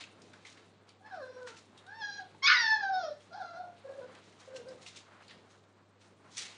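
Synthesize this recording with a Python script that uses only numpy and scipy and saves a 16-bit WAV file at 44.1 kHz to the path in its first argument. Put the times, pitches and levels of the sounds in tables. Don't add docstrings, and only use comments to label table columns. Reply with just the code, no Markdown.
import sys
import numpy as np
from scipy import signal
from scipy.fft import rfft, irfft
from scipy.io import wavfile
from scipy.ndimage import uniform_filter1d

SR = 44100
rng = np.random.default_rng(int(sys.argv[2]) if len(sys.argv) > 2 else 0)


def rack_gain(trim_db):
    fader = np.asarray(trim_db, float)
    return 10 ** (fader / 20)


def unload_wav(signal):
    wavfile.write(
        sys.argv[1],
        SR,
        np.round(np.clip(np.atleast_2d(signal).T, -1, 1) * 32767).astype(np.int16),
    )


N = 290089

# frequency in Hz, density in dB per Hz.
HISS_SPECTRUM = [(30, -38), (64, -34.5), (135, -13.5), (273, -29), (330, 3), (1150, -1.5), (1490, -18),
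                 (9910, -23.5)]
HISS_DB = -66.5
# frequency in Hz, rms level in dB.
MAINS_HUM = [(100, -70), (200, -79)]
# frequency in Hz, time to fall 60 dB in seconds, level in dB.
ROOM_DECAY = [(298, 0.3, -3.5), (890, 0.187, 3), (2030, 0.406, -2.5), (8000, 0.16, -2.5)]

# time in seconds, level in dB.
RESTLESSNESS = [(0.0, 1.5), (0.45, 0.5), (0.95, -4), (1.15, 1), (1.4, 1), (1.75, -1), (2.2, -0.5),
                (2.8, 1.5), (3.2, 0.5), (3.7, -0.5), (4.02, 3.5), (4.35, 1), (4.75, 2.5), (5.1, 1),
                (5.35, 1.5), (5.65, -4.5), (5.95, -4.5), (6.58, 2)]
THUD_DB, SCUFF_DB, SWISH_DB, PAPER_BED_DB = -64.5, -68, -86.5, -71
THUD_FOLLOWS, SCUFF_FOLLOWS, SWISH_FOLLOWS, PAPER_FOLLOWS = .9, 1, 1.2, 1.4
SCUFF_WITH_PAWS_DB, SWISH_WITH_PAWS_DB = -20, -21.5
# (if negative, the time to rise 20 dB, with a faster fall after the peak).
PAW_STROKES = [(0.01, -45, -5, 0.0691), (0.22, -66.5, -0.5, 0.29), (0.34, -67.5, -2.5, 0.45),
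               (0.468, -58, 2, 0.1682), (0.57, -66, -11.5, 0.29), (0.891, -61, -14.5, 0.0774),
               (1.431, -63, 6.5, -0.0032), (1.479, -51.5, 1, 0.0916), (1.573, -60.5, 4.5, 0.0957),
               (1.79, -64.5, -9, -0.08), (1.868, -62.5, -8, 0.01), (2.205, -62, -21.5, -0.49),
               (5.5, -73, 7, 0.1959), (3.206, -68.5, 1, 0.25), (3.77, -65, -15, 0.24),
               (4.16, -61, -9.5, 0.21), (4.24, -69, 3, 0.5344), (4.398, -63, 4, 0.2),
               (4.561, -53, 2, 0.0464), (4.69, -68, 3.5, 0.3363), (4.821, -57.5, 4, 0.06),
               (4.871, -52, 3.5, 0.0859), (4.968, -51.5, 4.5, 0.0545), (6.315, -68, 11.5, 0.55),
               (5.23, -63, -6, 0.15), (5.299, -52, -23, 0.0923), (5.64, -62, -17, -0.0067),
               (6.015, -65.5, 2, 0.135), (6.379, -42, 4.5, 0.1158), (6.42, -45, -5, .17)]
STROKE_RISE_SHARE, STROKE_RISE_MAX_S = 0.504, .022
# start in seconds, peak level in dB, centre in Hz,
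# time to fall 60 dB in seconds.
PAPER_SNAPS = [(0.0376, -43, 2605, 0.029), (0.2178, -51.5, 5220, 0.03), (0.3328, -48, 1580, 0.045),
               (0.4493, -44.5, 2140, 0.128), (0.5731, -50.5, 2000, 0.024), (0.89, -51.5, 4690, 0.0175),
               (1.064, -59, 2080, 0.033), (1.421, -61.5, 1510, 0.024), (1.4718, -39.5, 1433, 0.035),
               (1.5664, -52.5, 2520, 0.03), (1.7747, -53, 3640, 0.13), (1.865, -54, 3800, 0.03),
               (2.2003, -52, 1650, 0.019), (2.3462, -53, 898, 0.026), (3.2039, -55, 3196, 0.037),
               (4.149, -49.5, 2706, 0.031), (4.5615, -44, 2752, 0.034), (4.685, -48.5, 4921, 0.046),
               (4.8615, -41, 2570, 0.03), (4.9579, -53.5, 3490, 0.036), (5.2216, -54.5, 2250, 0.036),
               (5.2803, -50.5, 4370, 0.02), (5.308, -47.5, 1880, 0.074), (6.0031, -63, 1287, 0.047),
               (6.3699, -35, 5600, 0.016), (6.379, -32, 5920, 0.015), (6.4107, -39, 3900, 0.063)]
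SNAP_ATTACK_S = .003

# centre in Hz, width in Hz, gain in dB.
THROAT_RESONANCES = [(1060, 300, -4), (1540, 420, 0), (2200, 400, -29), (2600, 500, -27), (3450, 700, -4),
                     (4300, 900, 0), (5300, 900, -2), (6400, 800, -14)]
# centre in Hz, width in Hz, gain in dB.
SHRIEK_RESONANCES = [(1190, 90, -12), (1460, 50, 0), (1750, 60, -5), (2200, 120, -9), (2950, 300, -18),
                     (3450, 200, -18), (4300, 300, -14)]
SHRIEK_S, SHRIEK_HOLD_S, SHRIEK_DB = 2.475, 0.0453, -20.5
SHRIEK_RISE_DB_PER_S, SHRIEK_FALL_DB_PER_S = 1301, 649.5

# time in seconds, pitch in Hz, level in dB, mouth opening as overtones over
# the fundamental in dB.
WHINE_1 = [
    (1.0, 741.9, -68.5, -6),
    (1.062, 875, -50, -2),
    (1.105, 850, -53.5, 1),
    (1.125, 785, -42, -3.5),
    (1.18, 640.8, -46.5, -10),
    (1.225, 518, -42, -6.5),
    (1.435, 505, -45, -7.5),
    (1.475, 455, -50, 4.5),
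    (1.55, 452.3, -62, 6),
]
WHINE_2 = [
    (1.862, 712.2, -58, 3.5),
    (1.887, 783, -48.5, 9.5),
    (1.932, 880, -49.5, 4),
    (1.994, 920, -52, 2),
    (2.025, 835, -34.5, 6),
    (2.07, 808, -45.5, 10),
    (2.175, 812.6, -43, 6),
    (2.205, 751.2, -49, -6),
    (2.27, 712.6, -66.5, -6),
]
LEAP = [
    (2.422, 1063, -44, 8),
    (2.43, 1071, -32, 7.6),
    (2.455, 1099, -24.5, 10.84),
    (2.478, 1271, -22.5, 15),
]
FALL = [
    (2.488, 1149, -35, 9),
    (2.538, 1020, -28.5, 16.5),
    (2.6, 955.8, -28, 17),
    (2.642, 890, -30.5, 10.5),
    (2.73, 866, -25.5, 10),
    (2.795, 844, -38, 3),
    (2.835, 791.7, -31, -2),
    (2.895, 769, -37.5, -3.5),
]
SOB = [
    (2.905, 767, -38.5, -1),
    (2.95, 748, -32, -9),
    (3.0, 712.9, -36.5, -6),
    (3.044, 640.4, -35, -11),
    (3.08, 590.7, -40.5, -16),
    (3.125, 578, -46.5, -18.5),
    (3.16, 580, -68.5, -18.5),
]
WHINE_3 = [
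    (3.305, 677.5, -61, -12),
    (3.33, 690, -44, 2),
    (3.372, 868.8, -45.5, -12.5),
    (3.43, 695, -40.5, -2),
    (3.505, 672, -47, 8),
    (3.555, 679.1, -38.5, -3.5),
    (3.605, 733.7, -41, -14.5),
    (3.66, 700.6, -44, -19),
    (3.73, 690, -64.5, -16),
]
WHINE_4 = [
    (3.838, 558.8, -66, -18.5),
    (3.854, 546.3, -43.5, -16.5),
    (3.882, 530.8, -48.5, -14),
    (3.909, 547.6, -37.5, -23.5),
    (3.975, 562.9, -55, -21),
    (3.998, 544.9, -38.5, -26),
    (4.02, 486.1, -47.5, -4),
    (4.06, 524.9, -48, -20.5),
    (4.12, 509.7, -65.5, -17.5),
]
WHINE_5 = [
    (4.476, 540, -42.5, -25.5),
    (4.51, 505.3, -54.5, -23.5),
    (4.558, 541, -40.5, -14.5),
    (4.59, 468.6, -52.5, -16.5),
    (4.616, 466.7, -38.5, -26),
    (4.642, 480.1, -56, -20.5),
    (4.671, 515.6, -42.5, -21),
    (4.745, 514.8, -51, -31.5),
    (4.79, 505, -76, -14.5),
]
CRIES = [WHINE_1, WHINE_2, LEAP, FALL, SOB, WHINE_3, WHINE_4, WHINE_5]
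HOARSENESS = [
    (.45, .13, .35),
    (.15, .1, .4),
    (.35, .12, .2),
    (.55, .08, .1),
    (.1, .25, .55),
    (.5, .25, .5),
    (.4, .4, .4),
    (.4, .4, .45),
]
SETTLE_S, FRAY_S = .11, .06
# share against the level in dB, time until free in seconds,
# loss in dB per second.
BRIGHT_OVERTONES = [
    (-13.5, 0.064, 24),
    (-7, .1, 0.5),
    (-3, .004, 0.5),
    (-4.5, .001, 27.5),
    (-9.5, .04, 2.5),
    (-8, 0.0293, 45),
    (-26.5, .02, 0),
    (-25, .02, -1),
]
BRIGHT_FOLLOWS_MOUTH = .3


def rms_one(x):
    return x / np.sqrt(np.mean(x ** 2) + 1e-20)


def drift(rate):
    r = np.exp(-2 * np.pi * rate / SR)
    run_in = 20000
    slow = signal.lfilter([1], [1, -2 * r, r * r], rng.standard_normal(N + run_in))
    return rms_one(slow[run_in:])


def band(x, low_hz, high_hz, order=2):
    return signal.sosfilt(signal.butter(order, [low_hz, high_hz], "band", fs=SR, output="sos"), x)


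def resonate(x, hz, width):
    r = np.exp(-np.pi * width / SR)
    poles = [1, -2 * r * np.cos(2 * np.pi * hz / SR), r * r]
    return signal.lfilter([(1 - r * r) / 2, 0, (r * r - 1) / 2], poles, x)


def in_time(tables, silent_db=-100):
    t, gate_db = np.arange(N) / SR, np.full(N, float(silent_db))
    for table in tables:
        start, end = table[0][0], table[-1][0]
        edges = [start - .006, start, end, end + .015]
        gate_db = np.maximum(gate_db, np.interp(t, edges, [silent_db, 0, 0, silent_db]))
    s, *columns = np.transpose(sorted(row for table in tables for row in table))
    return [gate_db] + [np.interp(t, s, c) for c in columns]


def background():
    hiss, edges = 0, 28 * 2 ** np.arange(0, 9, .5)
    white = rng.standard_normal((2, N))
    hz, db = np.transpose(HISS_SPECTRUM)
    for k, (low, high) in enumerate(zip(edges, edges[1:])):
        centre_db = np.interp(np.log(low * high) / 2, np.log(hz), db)
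        hiss = hiss + rack_gain(centre_db) * band(white[k % 2], low, high)
    t = np.arange(N) / SR
    hum = sum(np.sqrt(2) * rack_gain(level) * np.sin(2 * np.pi * f * t) for f, level in MAINS_HUM)
    return rack_gain(HISS_DB - 6.5) * rms_one(hiss) + hum * rack_gain(.7 * drift(3.))


def room(x):
    t, tail = np.arange(SR // 2) / SR, 0
    hz, t60, db = np.transpose(ROOM_DECAY)
    for low in 125 * 2 ** np.arange(7):
        decay, level_db = (np.interp(np.log(low * 1.173), np.log(hz), c) for c in (t60, db))
        noise = rms_one(band(rng.standard_normal(len(t)), low, 2 * low))
        noise = noise * np.sqrt(low / decay / 16000)
        tail = tail + noise * rack_gain(level_db - 60 * t / decay)
    tail *= np.clip((t - .003) / .006, 0, 1)
    return signal.fftconvolve(x, tail * np.sqrt(2 * np.log(1000) / SR))[:N]


def shuffle(dull_paws, paws):
    stir_db = in_time([RESTLESSNESS])[1]
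    thud_gain = rack_gain(THUD_DB + THUD_FOLLOWS * stir_db + 1.6 * drift(4.0))
    thud = rms_one(band(rng.standard_normal(N), 130, 520)) * thud_gain
    scuff_gain = rack_gain(SCUFF_DB + SCUFF_FOLLOWS * stir_db + 3.2 * drift(9.0))
    scuff_gain = scuff_gain + rack_gain(SCUFF_WITH_PAWS_DB) * dull_paws
    scuff = rms_one(band(rng.standard_normal(N), 590, 1700)) * scuff_gain
    swish_gain = rack_gain(SWISH_DB + SWISH_FOLLOWS * stir_db) + rack_gain(SWISH_WITH_PAWS_DB) * paws
    swish = rms_one(band(rng.standard_normal(N), 5500, 11000)) * swish_gain * rack_gain(3.8 * drift(23.0))
    return thud + scuff + swish


def stroke_levels():
    t = np.arange(0, N / SR, .001)
    bed_db = PAPER_BED_DB + PAPER_FOLLOWS * np.interp(t, *np.transpose(RESTLESSNESS))
    power = rack_gain(2 * bed_db) * np.array([[1], [.4]])
    for s, db, bright_db, fall_s in PAW_STROKES:
        rise_s = min(fall_s * STROKE_RISE_SHARE, STROKE_RISE_MAX_S)
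        shape_db = -20 * np.maximum((t - s) / fall_s, (s - t) / rise_s)
        power = power + rack_gain(2 * (db + shape_db)) * rack_gain([[0], [2 * bright_db]])
    return [np.interp(np.arange(N) / SR, t, np.sqrt(p)) for p in power]


def rustle(dull_gain, bright_gain, creases_per_s=2500, spread_db=2.2):
    sizes = rack_gain(spread_db * np.minimum(rng.exponential(1, N), 5)) * rng.choice([-1, 1], N)
    chance = creases_per_s * rack_gain(2.2 * drift(45.)) / SR
    creases = rms_one(sizes * (rng.random(N) < chance))
    paper = creases + 0.77 * rng.standard_normal(N)
    dull = rms_one(band(paper, 1900, 4882, order=3)) * dull_gain * rack_gain(0.45 * drift(32.0))
    bright = rms_one(band(paper, 3193, 6680)) * bright_gain * rack_gain(1.5 * drift(40.))
    return dull + bright


def snaps():
    out, t = np.zeros(N), np.arange(int(.12 * SR)) / SR
    noises = rng.standard_normal((len(PAPER_SNAPS), len(t)))
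    for (s, db, hz, t60), noise in zip(PAPER_SNAPS, noises):
        burst = noise * rack_gain(-60 * t / max(t60, .003)) * np.minimum(t / SNAP_ATTACK_S + .2, 1)
        burst = resonate(burst, hz, .15 * hz) + .12 * band(burst, .5 * hz, min(2.5 * hz, 10000))
        at = round(s * SR)
        out[at:at + len(t)] += rack_gain(db + 5.5) * burst / np.abs(burst).max()
    return out


def throat_gain(hz):
    gain = .004
    for centre, width, db in THROAT_RESONANCES:
        off = np.square(2 * (hz - centre) / width)
        gain = gain + rack_gain(db) / (1 + off ** 3)
    return gain


def voice_controls():
    whole_yelp = LEAP + FALL + SOB
    gate_db, pitch, level_db, open_db = in_time(CRIES[:2] + [whole_yelp] + CRIES[5:])
    t = np.arange(N) / SR
    which = np.clip(np.searchsorted([cry[0][0] - .003 for cry in CRIES], t) - 1, 0, None)
    since = np.abs(t - np.array([cry[0][0] for cry in CRIES])[which])
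    until = np.abs(t - np.array([cry[-1][0] for cry in CRIES])[which])
    first, steady, last = np.array(HOARSENESS)[which].T
    hoarse = steady + (first - steady) * np.exp(-since / SETTLE_S) + (last - steady) * np.exp(-until / FRAY_S)
    first_db = level_db - 10 * np.log10(1 + rack_gain(2 * open_db))
    share_db, free_s, loss_db = np.array(BRIGHT_OVERTONES)[which].T
    bright_db = level_db + share_db - loss_db * since + BRIGHT_FOLLOWS_MOUTH * open_db
    bright_db = bright_db - 20 * np.clip(1 - since / np.abs(free_s), 0, 1)
    bright_db = uniform_filter1d(bright_db, size=400)
    return gate_db, pitch, first_db, first_db + open_db, bright_db, np.clip(hoarse, 0, .9)


def whine(jitter=.007, shimmer_db=3.0, throb_db=1.5):
    gate_db, pitch, first_db, mouth_db, bright_db, hoarse = voice_controls()
    unsteady = pitch * (1 + jitter * (1 + 3.4 * hoarse) * drift(46.16))
    phase = 2 * np.pi * np.cumsum(unsteady) / SR
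    flutter = drift(70.), drift(95.0), drift(70.)
    groups, powers = np.zeros((2, N)), np.full((2, N), 1e-6)
    for k in range(2, 14):
        hz = k * pitch
        bright = np.clip((hz - 2500) / 400, 0, 1)
        shares = throat_gain(hz) * np.array([1 - bright, bright])
        shimmer = rack_gain(shimmer_db * (.2 + .9 * bright) * drift(10.))
        uneven = shimmer + (.12 + hoarse) * (.5 + bright) * flutter[k % 3]
        groups += shares * np.sin(k * phase + k * k) * uneven
        powers += shares ** 2 / 2
    mouth, top_end = groups / np.sqrt(powers)
    hz = np.arange(N // 2 + 1) * SR / N
    air = rfft(rng.standard_normal(N)) * throat_gain(hz) * (hz > 900)
    puff = 1 + .5 * np.sin(phase)
    mouth = mouth + hoarse ** 2 * puff * rms_one(irfft(air * (hz < 2500), N))
    top_end = np.sqrt(1 - hoarse) * top_end + hoarse * puff * rms_one(irfft(air * (hz > 2500), N))
    first_gain = np.sqrt(2) * rack_gain(first_db + throb_db * drift(27.0))
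    first = first_gain * np.sin(phase) * (1 + 0.846 * hoarse * flutter[1])
    voice = rack_gain(gate_db) * (first + rack_gain(mouth_db - 2.0) * mouth + rack_gain(bright_db - 2.5) * top_end)
    return band(voice, 380, 7300, order=3)


def shriek():
    late = np.arange(N) / SR - SHRIEK_S
    rise_db, fall_db = -late * SHRIEK_RISE_DB_PER_S, (late - SHRIEK_HOLD_S) * SHRIEK_FALL_DB_PER_S
    level_db = SHRIEK_DB - np.maximum(0, np.maximum(rise_db, fall_db))
    slaps = rng.standard_normal(N) * (rng.random(N) < 2200 / SR)
    slaps = slaps + 0.05 * rng.standard_normal(N)
    throat = 0
    for k, (hz, width, db) in enumerate(SHRIEK_RESONANCES):
        throat = throat + (-1) ** k * rack_gain(db) * resonate(slaps, hz, width)
    return rack_gain(level_db) * rms_one(band(throat, 1080, 7500, order=6))


def scene():
    dull, bright = stroke_levels()
    voice = whine() + shriek()
    paper = rustle(dull, bright) + snaps()
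    wet = room(rack_gain(-3) * voice + rack_gain(-8) * paper)
    direct = rack_gain(-2) * voice + rack_gain(-2.5) * paper
    return (direct + wet + shuffle(dull, bright) + background())[None]


def top_cut(x):
    return signal.sosfilt(signal.butter(12, 10060, fs=SR, output="sos"), x)


def record(dry):
    loud_limit_db, faint_limit_db = -38, -87
    x = signal.sosfilt(signal.ellip(10, .3, 60, 10000, fs=SR, output="sos"), dry)
    low, mid, high = (signal.sosfiltfilt(signal.ellip(8, .2, 35, hz, fs=SR, output="sos"), x)
                      for hz in (6500, 7300, 8600))
    top = x - high
    release = 80 * np.arange(N) / SR
    loud_db = 10 * np.log10(uniform_filter1d(band(x, 300, 2600) ** 2, size=1500) + 1e-12)
    capped_db = np.minimum(loud_db, loud_limit_db + 4)
    held_db = np.maximum.accumulate(capped_db + release, axis=1) - release
    shut = np.clip((held_db - loud_limit_db) / 2 + 1, 0, 1)
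    lower_shut = shut * np.clip(10 * (drift(4.) - .5), 0, 1)
    top_db = 10 * np.log10(uniform_filter1d(top ** 2, size=1000) + 1e-14)
    top_shut = np.maximum(shut, np.clip((faint_limit_db - top_db) / 2, 0, .9))
    kept = low + (1 - lower_shut) * (mid - low) + (1 - shut) * (high - mid) + (1 - top_shut) * top
    return top_cut(kept)


dry = scene()
out = record(dry)
unload_wav(out)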